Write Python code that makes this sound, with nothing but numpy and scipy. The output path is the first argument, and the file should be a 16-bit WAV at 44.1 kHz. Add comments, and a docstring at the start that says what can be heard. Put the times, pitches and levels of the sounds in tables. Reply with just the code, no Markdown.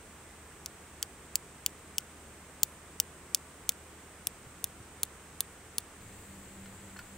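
"""A grassy river bank. A small steel hammer drives a tent peg into turf: three runs of short, bright
blows, some with a light rebound. In the last run the peg knocks more and ticks higher; the soil damps it
within milliseconds and the grass scatters a brief tail. Behind it lie the river, a low hum and hiss.
From 6 s we are beside the tent: poles clack softly among faint insects while a far engine throbs."""
import sys
import numpy as np
from scipy import signal
from scipy.fft import rfft, irfft
from scipy.io import wavfile
from scipy.ndimage import uniform_filter1d

SR = 44100
rng = np.random.default_rng(int(sys.argv[2]) if len(sys.argv) > 2 else 0)


def transcribe(signal):
    """Save signal, clipped to [-1, 1], as a 16-bit WAV file at the path in sys.argv[1]."""
    frames = np.atleast_2d(signal).T
    limited = np.clip(frames, -1, 1)
    pcm = np.round(limited * 32767).astype(np.int16)
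    wavfile.write(sys.argv[1], SR, pcm)


N = 316364
T = np.arange(N) / SR
SIZE, LEAD = 4096, 64  # samples in one hit, and ahead of its attack
AGE, HZ = np.arange(SIZE) / SR, np.fft.rfftfreq(SIZE, 1 / SR)
EARS = np.array([[1], [-1]])  # left, right
AT_TENT_S = 6.006

# Hammer blows. Each row: start in seconds, strength in dB, brightness in dB per octave, clack in dB,
# ping in dB, return time of the wave in the peg in ms, its reflection from -1 to 1.
HAMMER_BLOWS = [(0.6605, -8.5, -2, -2, -3.5, 0.17, 0.34), (1.028, -2, -2.5, -1.5, 1, 0.63, 0.42),
                (1.3561, 2.5, .3, -2.5, 3.5, 0.419, 0.33), (1.6629, 1.3, 1, 8.5, 4, 0.42, 0.43),
                (1.9829, -0.1, -0.5, 4, 4, 0.364, 0.34), (2.6328, 4.5, 1, -5, 6, 0.27, 0.3),
                (3.0008, 4, -0.5, -2.5, 7, 0.35, .3), (3.3473, 5.5, 1.5, 1.5, -6, 0.198, .27),
                (3.6925, 4.5, -1.4, -4, 3, 0.31, 0.21), (4.2708, 0.1, 0, -1.5, -4.6, 0.345, 0.44),
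                (4.6424, 0, 0.5, -4, -8, 0.33, .38), (5.033, 1, -1.5, -4.5, 7, .29, 0.31),
                (5.4063, 1, 0.5, 3, 0, 0.39, -0.27), (5.7831, -0.4, -1, 1, -2, .2, 0.3)]
# The hammer falls back on the peg. Each row: start in seconds, strength in dB.
HAMMER_REBOUNDS = [(1.6944, -31), (2.0060, -31), (3.3730, -28), (3.721, -23), (4.6720, -31), (5.0526, -27),
                   (5.4244, -36), (5.8046, -28)]
# The voice of the peg standing tall. Each row: frequency in Hz, level in dB.
TALL_PEG_EQ = [(150, -29), (450, -26), (1200, -19), (1900, -18), (2400, -8.5), (3050, -0.5), (3450, -1),
               (3950, -5.5), (4700, 2), (5900, 3), (7400, 5), (9000, -2), (10800, -0.8), (12800, -7.5),
               (14200, -4.5), (15500, 4.5), (17500, -11)]
# Sunk, it knocks more, loses its middle and ticks higher. Each row: frequency in Hz, change in dB.
SUNK_PEG_EQ = [(350, 10), (700, 10), (1200, 7.5), (3000, -4.5), (4100, 3), (5000, -6), (6800, -5.5),
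               (7900, -5), (9500, 4.5), (13000, 6.5), (15500, .4)]
# How knocky and high-ticking the peg sounds; it jumps up around 4 s.
# Each row: time in seconds, amount from 0 to 1.
PEG_SUNK_TONE = [(.66, 0.3), (3.35, 0), (4.27, 1), (5.78, 0.8)]
# The ring of peg and hammer head. Each row: frequency in Hz, t60 in seconds, level in dB.
STEEL_MODES = [(3080, 0.031, -82), (3570, 0.039, -47), (5200, 0.013, -63), (7470, 0.015, -43.5),
               (10700, .022, -49), (11600, 0.022, -61), (15500, .012, -57)]
# The clack of a peg bent by an off-centre hit. Each row: frequency in Hz, share from 0 to 1.
CLACK_BAND = [(2450, 0), (2900, 1), (3300, 1), (3800, 0)]
# The top ping of a square hit. Each row: frequency in Hz, share from 0 to 1.
PING_BAND = [(13000, 0), (15500, 1)]
# The two microphones face the peg differently. Each row: frequency in Hz, left minus right in dB.
PEG_BALANCE = [(2500, -2), (5000, -1.5), (7700, -0.5), (10000, -2.5), (12500, -3), (15500, 1)]
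# Dull bumps on the turf between blows. Each row: start in seconds, level in dB, pitch in Hz.
TURF_BUMPS = [(4.468, -41.5, 134), (4.802, -41, 107)]
# Tent poles knock together. Each row: start in seconds, strength in dB, brightness in dB per octave.
POLE_KNOCKS = [(6.659, -7, -1), (6.9637, 3, -15), (6.968, -7, -0.5), (6.989, -6, -6), (6.991, -3.5, 0.5),
               (6.996, -5, -1.5), (7.014, -13, -4)]
# The ring of the poles. Each row: frequency in Hz, t60 in seconds, level in dB.
TUBE_MODES = [(1130, 0.019, -49), (1485, 0.026, -42.5), (1780, .02, -46), (2190, 0.032, -47.5),
              (2600, .025, -50), (2930, 0.025, -49), (4260, 0.046, -48), (5040, 0.03, -55),
              (7700, .02, -59)]
# Grass and cloth. Each row: peak time in seconds, half-width in seconds, centre in Hz, level in dB.
SOFT_RUSTLES = [(2.69, .04, 10200, -63), (6.22, .11, 13000, -68)]
# Insects in the grass. 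Each row: centre in Hz, bandwidth in Hz, level in dB.
INSECT_TRILLS = [(7700, 90, -70.5), (8130, 100, -71)]
# The engine's low rumble. Each row: frequency in Hz, relative level in dB.
RUMBLE_EQ = [(70, -30), (95, 0), (125, -3), (165, -31)]
# River and far land, by the peg and by the tent. Each row: frequency in Hz, relative level in dB.
RIVER_PEG_EQ = [(15, -42), (25, -17), (40, -8.5), (55, -6), (95, -8), (170, -7), (270, -9), (420, -8.5),
                (560, -13), (850, -14), (1150, -13), (2000, -16), (3200, -21.5), (5500, -31)]
RIVER_TENT_EQ = [(15, -40), (25, -5), (48, -12), (86, -3), (152, -10.5), (195, -8.5), (239, -12),
                 (299, -9.5), (350, -11.5), (392, -11.5), (645, -16.5), (1950, -18), (5500, -31),
                 (7150, -66), (12100, -120)]
# Hiss with the microphone's resonance, at both spots. Each row: frequency in Hz, relative level in dB.
HISS_PEG_EQ = [(2500, -40), (5000, -13.5), (6300, -8.5), (7300, -5.5), (8350, 0.5), (9200, -6.5),
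               (10200, -13.5), (12000, -17), (15700, -14.5), (16100, -45)]
HISS_TENT_EQ = [(2500, -28), (5000, -21), (6300, -9.5), (6900, -6), (7950, 0), (9000, -6), (10200, -15),
                (12000, -16), (15700, -13.5), (16100, -45)]
# How alike the bed is in both ears. Each row: frequency in Hz, likeness from 0 to 1.
BED_LIKENESS = [(130, 1), (290, .998), (640, .96), (1410, .8), (3100, .36), (6800, .02)]
# How the bed leans. Each row: frequency in Hz, left minus right in dB.
BED_BALANCE = [(380, 0), (700, -1), (1290, -2), (2400, -1.5), (8100, -1.5), (15000, -3)]


def hammer(lead_s=.0006, blow_db=-0.46, rebound_db=-1.0, round_trip=0.3, tall_pan_db=2.5, sunk_pan_db=2.2):
    """Each blow meets the peg at another spot and sends a wave down it; some bounce lightly."""
    out = np.zeros((2, N))
    for s, db, bright_db, clack_db, ping_db, return_ms, reflection in HAMMER_BLOWS:
        spot_db = clack_db * along(CLACK_BAND, HZ) + ping_db * along(PING_BAND, HZ)
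        contact_db = contact(s, blow_db + db, bright_db) + spot_db
        # the wave comes back from where the soil grips the peg, weaker on each trip
        echo = reflection * np.exp(-2j * np.pi * HZ * return_ms / 1000)
        wave_return = (1 + echo) / (1 - round_trip * echo)
        pan_db = tall_pan_db + sunk_tone(s) * (sunk_pan_db - tall_pan_db)
        add(out, s - lead_s, peg_click(contact_db, wave_return) * undb(EARS * pan_db / 2))
    for s, db in HAMMER_REBOUNDS:
        add(out, s - lead_s, peg_click(contact(s, rebound_db + db, bright_db=-1.5), wave_return=1))
    return out


def peg_click(contact_db, wave_return, spread_s=0.0007, spread_hz=4700, ear_lag_s=.000016):
    """Steel on steel: a click that rings the peg and scatters in the grass."""
    click = causal(along(TALL_PEG_EQ, HZ) + contact_db) * wave_return
    # bending waves carry the treble faster, so the click is a very short falling chirp
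    click = click * np.exp(-2j * np.pi * spread_s * 2 * np.sqrt(HZ * spread_hz))
    # it reaches the left side first
    stereo = undb(EARS * along(PEG_BALANCE, HZ) / 2) * np.exp(1j * np.pi * EARS * HZ * ear_lag_s)
    response = grass() + rfft(ring(STEEL_MODES, detune=0.011, scatter_db=-2.0))
    return irfft(stereo * click * response)


def contact(s, db, bright_db, pivot_hz=7000):
    """The EQ of one touch in dB: the sunk tone sets the body, the hardness of the hit the tilt."""
    octaves = np.log2(np.maximum(HZ / pivot_hz, .3))
    return db + bright_db * octaves + sunk_tone(s) * along(SUNK_PEG_EQ, HZ)


def sunk_tone(s):
    """How knocky and high-ticking the peg sounds at time s, from 0 to 1."""
    return np.interp(s, *np.transpose(PEG_SUNK_TONE))


def grass(near_db=-9.0, near_t60=0.013, far_db=-24, far_t60=0.06, onset_s=0.000702, width=0.34):
    """Spectrum of the direct sound plus scatter off blades and ground, a little different per ear."""
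    near = undb(near_db) * unit(fade(near_t60))
    far = undb(far_db) * unit(fade(far_t60))
    noise = unit(rng.standard_normal(SIZE) + width * rng.standard_normal((2, SIZE)))
    tail = noise * (near + far) / np.sqrt(SIZE)
    return 1 + rfft(tail) * np.exp(-2j * np.pi * HZ * onset_s)


def turf(thud_db=-42.5, loss_db=13, thud_hz=98, t60=0.059):
    """Soft ground thuds for a few low cycles under each blow, louder when the peg sounds knocky."""
    out = np.zeros((2, N))
    thuds = [(s, thud_db + db - loss_db * (1 - sunk_tone(s)), thud_hz) for s, db, *_ in HAMMER_BLOWS]
    for s, db, hz in thuds + TURF_BUMPS:
        add(out, s, undb(db) * fade(t60) * np.sin(2 * np.pi * hz * AGE))
    return out


def poles(scrape_db=-49, scrape_t60=0.021, pivot_hz=1500):
    """Bundled tubes knock and scrape briefly, some touches bright, some dull."""
    out = np.zeros((2, N))
    octaves = np.log2(np.maximum(HZ / pivot_hz, 1))
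    for s, db, bright_db in POLE_KNOCKS:
        scrape = undb(scrape_db) * fade(scrape_t60) * rng.standard_normal((2, SIZE))
        knock = ring(TUBE_MODES, detune=0.033, scatter_db=1.5) + scrape
        touch = causal(db + bright_db * octaves)
        scatter = grass(near_db=-1.5, near_t60=.03, onset_s=0.000507)
        add(out, s, irfft(rfft(knock) * touch * scatter))
    return out


def rustles(flicker_db=1.0):
    """Blades and fabric brush softly, an airy flicker in the top end."""
    out = 0
    for s, width_s, hz, db in SOFT_RUSTLES:
        band = signal.butter(2, [hz * .82, hz * 1.2], "bandpass", fs=SR, output="sos")
        brush = unit(signal.sosfilt(band, rng.standard_normal((2, N))))
        out = out + brush * undb(db + flicker_db * walk(120)) * swell(s, width_s)
    return out


def insects():
    """Thin, steady trills of narrow-band noise, heard only beside the tent."""
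    hz = np.fft.rfftfreq(N, 1 / SR)
    out = 0
    for centre, width, db in INSECT_TRILLS:
        resonance = 1 / (1 + 2j * (hz - centre) / width)
        out = out + undb(db) * unit(irfft(resonance * rfft(rng.standard_normal((2, N))), N))
    return out * (T >= AT_TENT_S)


def engine(beat_hz=3.49, beat_share=0.77, crest_s=6.63):
    """A far engine: a drone that beats like two close tones swells over its sub-octave and a rumble."""
    throb = np.abs(1 + beat_share * np.exp(2j * np.pi * beat_hz * (T - crest_s)))
    drone = undb(-57.5) * throb * tone(hz=195, wander_hz=0.96, waver_db=1.0)
    sub_octave = undb(-66.5) * tone(hz=97.2, wander_hz=2, waver_db=4)
    rumble = wash(RUMBLE_EQ, db=-64, top_hz=6000)
    return swell(peak_s=6.67, width_s=0.51) * drone + sub_octave + rumble


def riverside():
    """The bed: river, hiss and a low hum throughout, joined by the engine beside the tent."""
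    at_peg = wash(RIVER_PEG_EQ, db=-53.5, top_hz=5940, lean=0.91)
    at_peg += wash(HISS_PEG_EQ, db=-57.5, top_hz=20000, lean=1)
    at_tent = wash(RIVER_TENT_EQ, db=-52.5, top_hz=6000)
    at_tent += wash(HISS_TENT_EQ, db=-56.0, top_hz=20000)
    hum = undb(-62.0) * tone(hz=76.5, wander_hz=2.1, waver_db=1.0)
    return hum + np.where(T < AT_TENT_S, at_peg, at_tent + engine())


def wash(eq, db, top_hz, lean=0):
    """Steady diffuse noise: mono in the bass, wide in the treble."""
    hz = np.fft.rfftfreq(N, 1 / SR)
    alike = along(BED_LIKENESS, hz)
    mid, side = rfft(rng.standard_normal((2, N)))
    noise = np.sqrt(1 + alike) * mid + EARS * np.sqrt(1 - alike) * side
    colour = undb(along(eq, hz) + lean * EARS * along(BED_BALANCE, hz) / 2)
    rolloff = 1 / np.hypot(1, (hz / top_hz) ** 4)
    return undb(db) * unit(irfft(noise * colour * rolloff, N))


def tone(hz, wander_hz, waver_db):
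    """A far-off sine of rms 1 that wavers in pitch and level."""
    phase = 2 * np.pi * np.cumsum(hz + wander_hz * walk(14)) / SR
    return unit(np.sin(phase) * undb(waver_db * walk(8.2)))


def ring(modes, detune, scatter_db):
    """Damped modes, a little different at every touch."""
    hz, t60, db = np.transpose(modes)[:, :, None]
    shift, size = rng.standard_normal((2, len(modes), 1))
    partials = np.cos(2 * np.pi * hz * (1 + detune * shift) * AGE)
    return np.sum(undb(db + scatter_db * size) * fade(t60) * partials, axis=0)


def causal(db):
    """Spectrum of the tightest click that has these levels at HZ."""
    cepstrum = irfft(np.log(undb(db)))
    cepstrum[1:SIZE // 2] *= 2
    cepstrum[SIZE // 2 + 1:] = 0
    return np.exp(rfft(cepstrum))


def fade(t60):
    """A decay of 60 dB in t60 seconds."""
    return np.exp(-np.log(1000) * AGE / t60)


def swell(peak_s, width_s):
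    """A bell-shaped fade in and out."""
    return np.exp(-((T - peak_s) / width_s) ** 2 / 2)


def walk(rate_hz):
    """Smooth random drift with a spread near 1."""
    k = int(SR / rate_hz)
    held = np.repeat(rng.standard_normal(N // k + 1), k)
    return 1.31 * uniform_filter1d(uniform_filter1d(held, k), k)[:N]


def add(out, s, sound):
    """Mix a hit in at time s, with LEAD samples of room for its attack."""
    i = int(s * SR) - LEAD
    out[:, i:i + SIZE] += np.roll(sound, LEAD, axis=-1)[..., :N - i]


def along(points, hz):
    """Read a curve on a log-frequency axis."""
    f, value = np.transpose(points)
    return np.interp(np.log(hz + 1), np.log(f), value)


def undb(db):
    """Decibels to gain."""
    return 10 ** (np.asarray(db) / 20)


def unit(x):
    """Scale to rms 1."""
    return x / np.sqrt(np.mean(x ** 2))


def scene():
    """The full mix of the river bank."""
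    return hammer() + turf() + poles() + rustles() + riverside() + insects()


def record(dry, top_hz=16350):
    """Clip at full scale and cut the very top."""
    lowpass = signal.firwin(161, top_hz, window=("kaiser", 8), fs=SR)
    return signal.fftconvolve(np.clip(dry, -1, 1), lowpass[None], mode="same", axes=1)


dry = scene()
out = record(dry)
transcribe(out)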